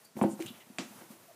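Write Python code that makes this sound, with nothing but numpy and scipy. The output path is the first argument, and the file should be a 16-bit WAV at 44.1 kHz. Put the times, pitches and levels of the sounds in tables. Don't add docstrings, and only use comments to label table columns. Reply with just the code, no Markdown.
import sys
import numpy as np
from scipy import signal
from scipy.io import wavfile

SR = 44100
rng = np.random.default_rng(int(sys.argv[2]) if len(sys.argv) > 2 else 0)


def persist_wave(psi):
    counts = np.round(np.clip(psi, -1, 1) * 32767).astype(np.int16)
    wavfile.write(sys.argv[1], SR, np.atleast_2d(counts).T)


def boost(x):
    u = np.asarray(x, float) / 20
    return 10 ** u


N = 59535
TIME = np.arange(N) / SR


def rms_one(x):
    return x / np.sqrt(np.mean(x ** 2) + 1e-20)


def band_pass(x, edges_hz):
    return signal.sosfilt(signal.butter(2, edges_hz, "band", fs=SR, output="sos"), x)


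def at_hz(points, hz):
    table_hz, values = np.array(points)[:, 0], np.array(points)[:, 1]
    return np.interp(np.log(hz), np.log(table_hz), values)


def drift(rate_hz):
    knots = rng.standard_normal(200)
    return np.interp(TIME * rate_hz, np.arange(200), knots)


def add(out, start_s, x):
    i = int(start_s * SR)
    out[i:i + len(x)] += x[:N - i]


def bands(colour, gain):
    shaped, plain = 0, 0
    edges = 45 * 2 ** np.arange(0, 9, 0.5)
    white = rng.standard_normal((2, N))
    for k, (low, high) in enumerate(zip(edges, edges[1:])):
        hz = np.sqrt(low * high)
        band = boost(at_hz(colour, hz)) * band_pass(white[k % 2], [low, high])
        shaped = shaped + gain(hz) * band
        plain = plain + band
    return shaped / np.std(plain)


def thumps():
    # start_s, level_db, centre_hz (of the struck modes), spread_octaves
    bumps = [(0.154, -37.5, 240, 0.3), (0.167, -36.5, 282, 1.34), (0.181, -39, 250, 0.38),
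             (.190, -37, 750, 0.88), (0.2138, -19, 860, 0.65), (0.215, -15, 205, 0.47),
             (.226, -20, 377, 0.39), (.2382, -16.5, 620, 0.5), (0.2447, -17, 215, 0.46),
             (.256, -23.5, 360, 0.37), (.290, -37, 475, 0.94), (0.332, -30.5, 215, 0.33),
             (.393, -39.5, 530, 0.94), (.400, -25.5, 332, 0.3), (0.423, -41, 340, 0.4),
             (.447, -33, 138, 0.49), (0.455, -26.5, 134, 0.41), (0.503, -39, 193, 0.53),
             (0.52, -51, 240, 0.6), (.668, -55.5, 220, .4), (0.7, -41, 230, 0.37), (0.7904, -24, 262, 0.27),
             (.812, -41.5, 260, 0.48), (.853, -43.5, 258, 0.36), (0.907, -48.5, 215, 0.5),
             (.955, -49, 215, .4), (1.014, -46.5, 323, 0.54), (1.102, -39.5, 215, 0.35),
             (1.106, -50, 660, 0.19), (1.124, -52, 300, 0.58)]
    # pitch_hz, level_db, t60_s (time to fall 60 dB)
    cube = [(131, -5, 0.09), (166.8, -4.5, 0.125), (215, 5.5, 0.11), (250.8, 2.5, 0.1), (329.7, 0.5, 0.16),
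            (359.4, -1.5, 0.13), (476.5, -1.5, 0.055), (536, 1, 0.087), (687.6, -1, 0.071), (771, 4, 0.041),
            (900, -3.5, .08), (1023, -5.5, 0.077), (1310, -15, 0.027), (1670, -6.5, 0.072)]
    press_damping = 0.27
    contact_cycles = 0.51
    strike_chance_db = 1.0
    puff_db, puff_per_octave_db, puff_t60_s = -35, 6.5, 0.11

    out, t = np.zeros(N), TIME[:SR // 3]
    hz, mode_db, t60_s = np.transpose(cube)[:, :, None]
    chance = rng.standard_normal((len(bumps), len(cube), 2, 1))
    air = rms_one(band_pass(rng.standard_normal(N + SR), [900, 2800]))
    for (start_s, level_db, centre_hz, spread), c in zip(bumps, chance):
        reach_db = -6 * (np.log2(hz / centre_hz) / spread) ** 2
        fall_db = -60 * t / t60_s * (1 + press_damping / spread)
        loudness = boost(mode_db + reach_db + strike_chance_db * c[:, 0] + fall_db)
        rings = loudness * np.sin(2 * np.pi * hz * t + c[:, 1] / 4)

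        hardness_hz = centre_hz * spread
        puff_level_db = puff_db + puff_per_octave_db * np.log2(hardness_hz / 300)
        puff = boost(puff_level_db - 60 * t / puff_t60_s) * air[int(start_s * SR):][:len(t)]
        rise = 1 - np.exp(-t * hardness_hz / contact_cycles)
        add(out, start_s, boost(level_db - 0.5) * rise * (rings.sum(axis=0) + puff))
    return out


def slap():
    # pitch_hz, level_db
    tail_colour = [(240, -5), (400, -6.5), (1270, -8), (1880, -9), (3610, -12), (4600, -8), (5110, -16.5),
                   (5950, -11.5), (15000, -45)]
    # pitch_hz, t60_s
    tail_decay = [(400, 0.21), (2000, 0.24), (5000, 0.21), (9000, 0.45), (15000, 0.11)]
    # pitch_hz, level_db, t60_s
    edge_modes = [(698, -15, 0.062), (1120, -29, 0.044), (1650, -33, 0.019), (2567, -15, 0.032),
                  (3150, -15, 0.016), (4610, -21.5, 0.045), (7380, -12.5, 0.0095), (7900, -19, 0.0084)]
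    start_s, level_db, length_ms, tail_db = 0.7851, -21, 0.22, -38.5

    t = np.maximum(TIME - start_s, 0)
    u = (TIME - start_s - 0.0003) * 1000 / length_ms
    pulse = -boost(level_db) * np.exp(-u ** 2) * np.cos(np.pi * u - 0.6)

    def tail_gain(hz):
        return (t > 0) * boost(-60 * t / at_hz(tail_decay, hz) + drift(90))

    tail = boost(tail_db) * bands(tail_colour, tail_gain)
    rings = np.zeros(N)
    for hz, mode_db, t60_s in edge_modes:
        rings += boost(level_db + mode_db - 60 * t / t60_s) * np.sin(2 * np.pi * hz * t)
    return pulse + rings + tail


def ticks():
    # start_s, level_db, low_ring_hz, high_ring_db
    snaps = [(0.054, -60, 4630, -8), (.168, -47, 2280, -20), (.2135, -34.5, 2260, -20),
             (0.2386, -34, 1590, -25), (.403, -43, 2160, 1.5), (.408, -42.5, 2280, 4.5),
             (.424, -36, 2400, 2), (.462, -38, 2990, 3.5), (0.4661, -36.5, 2800, 3), (0.4705, -48, 3000, 0),
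             (.558, -63, 2800, -14), (1.017, -60, 1250, -3)]
    t60_s, rise_s, high_rings_hz = 0.0077, 0.00023, [6600, 7600, 9000]

    out, t = np.zeros(N), TIME[:SR // 20]
    for (start_s, level_db, hz, high_db), c in zip(snaps, rng.standard_normal((len(snaps), 4))):
        second_hz = hz * (1.185 + 0.036 * c[0])
        low = np.sin(2 * np.pi * hz * t) + 0.43 * np.sin(2 * np.pi * second_hz * t)
        high = sum(np.sin(2 * np.pi * f * (1 + 0.045 * j) * t) for f, j in zip(high_rings_hz, c[1:]))
        shape = boost(level_db + 4 - 60 * t / t60_s) * (1 - np.exp(-t / rise_s))
        add(out, start_s, shape * (low + boost(high_db - 8.5) * high))
    return out


def skids():
    # start_s, length_s, level_db, centre_hz, width_hz
    slides = [(.04, 0.024, -57, 10700, 8100), (0.175, 0.031, -56.5, 8000, 3940),
              (0.213, 0.033, -48.5, 9000, 3440), (0.276, 0.086, -53, 8420, 3000),
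              (0.394, 0.049, -52.5, 3000, 3150), (0.46, 0.049, -46.5, 3270, 900),
              (0.529, 0.052, -60.5, 2680, 1510), (0.589, 0.05, -58.5, 2570, 1360),
              (.92, 0.14, -68, 1240, 1300), (0.222, 0.017, -52, 2480, 1200), (0.036, 0.043, -63, 4620, 400),
              (1.007, 0.022, -53, 1090, 1195)]
    grains_per_s, grit_amount = 3300, 0.43

    out = np.zeros(N)
    grit = rms_one((rng.random(N) < grains_per_s / SR) * rng.standard_normal(N))
    rub = grit_amount * grit + rng.standard_normal(N)
    for start_s, length_s, level_db, hz, width_hz in slides:
        edges = [max(hz - width_hz / 2, 200), min(hz + width_hz / 2, 19000)]
        swell = np.sin(np.pi * np.clip((TIME - start_s) / length_s, 0, 1)) ** 2
        out += boost(level_db) * swell * rms_one(band_pass(rub, edges))
    return out


def creak():
    start_s, length_s, from_hz, to_hz = 1.262, 0.0666, 740, 620
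    level_db, wobble_db, wobble_hz = -53, 3.0, 55

    u, wobble = np.clip((TIME - start_s) / length_s, 0, 1), drift(140)
    hz = from_hz + (to_hz - from_hz) * u + wobble_hz * wobble[::-1]
    swell = np.sin(np.pi * u ** 1.4) ** 2
    return boost(level_db + wobble_db * wobble) * swell * np.sin(2 * np.pi * np.cumsum(hz) / SR)


def fur():
    # time_s, level_db
    effort = [(0, -63.5), (.07, -67.5), (.135, -89), (0.171, -54.5), (.27, -57.5), (0.371, -62),
              (0.403, -55), (.48, -53), (0.522, -57), (.62, -61), (.65, -64.5), (.76, -62.5), (.88, -59.5),
              (.99, -55.5), (1.082, -61.5), (1.115, -55.5), (1.16, -61), (1.35, -64.5)]
    # pitch_hz, level_db
    brush_colour = [(60, -43), (110, -0.5), (230, -7.5), (700, -5), (1500, -11.5), (3000, -16.5),
                    (5500, -17), (9000, -15.5)]
    patchy_db, trim_db = 0.8, 1.5

    time_s, level_db = np.transpose(effort)
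    together = drift(25.6)
    hiss = bands(brush_colour, lambda hz: boost(patchy_db * (together + drift(14.5))))
    return boost(np.interp(TIME, time_s, level_db) + trim_db) * hiss


def room(x):
    level_db, t60_s, gap_s, cut_hz = -12, 0.27, 0.006, 7000
    t = TIME[:SR // 2]
    echoes = rng.standard_normal(len(t)) * boost(-60 * t / t60_s) * (t > gap_s)
    echoes = signal.lfilter(*signal.butter(1, cut_hz, fs=SR), echoes)
    echoes = echoes / np.sqrt(np.sum(echoes ** 2))
    return boost(level_db) * signal.fftconvolve(x, echoes)[:N]


def room_tone():
    # pitch_hz, level_db
    tone_colour = [(60, -15), (160, -2.5), (300, -4), (800, -7.5), (1500, -10.5), (3500, -16.5),
                   (8000, -15.5), (15500, -21)]
    return boost(-64) * bands(tone_colour, lambda hz: 1)


def scene():
    play = thumps() + slap() + ticks() + skids() + creak()
    return (play + room(play) + fur() + room_tone())[None]


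def low_pass(x):
    return signal.sosfilt(signal.butter(12, 15760, fs=SR, output="sos"), x)


def record(dry):
    low_hz, top_hz = 119, 16000
    heard = signal.sosfilt(signal.butter(3, low_hz, "high", fs=SR, output="sos"), dry)
    heard = signal.sosfilt(signal.cheby2(14, 60, top_hz, fs=SR, output="sos"), heard)
    return low_pass(heard)


dry = scene()
out = record(dry)
persist_wave(out)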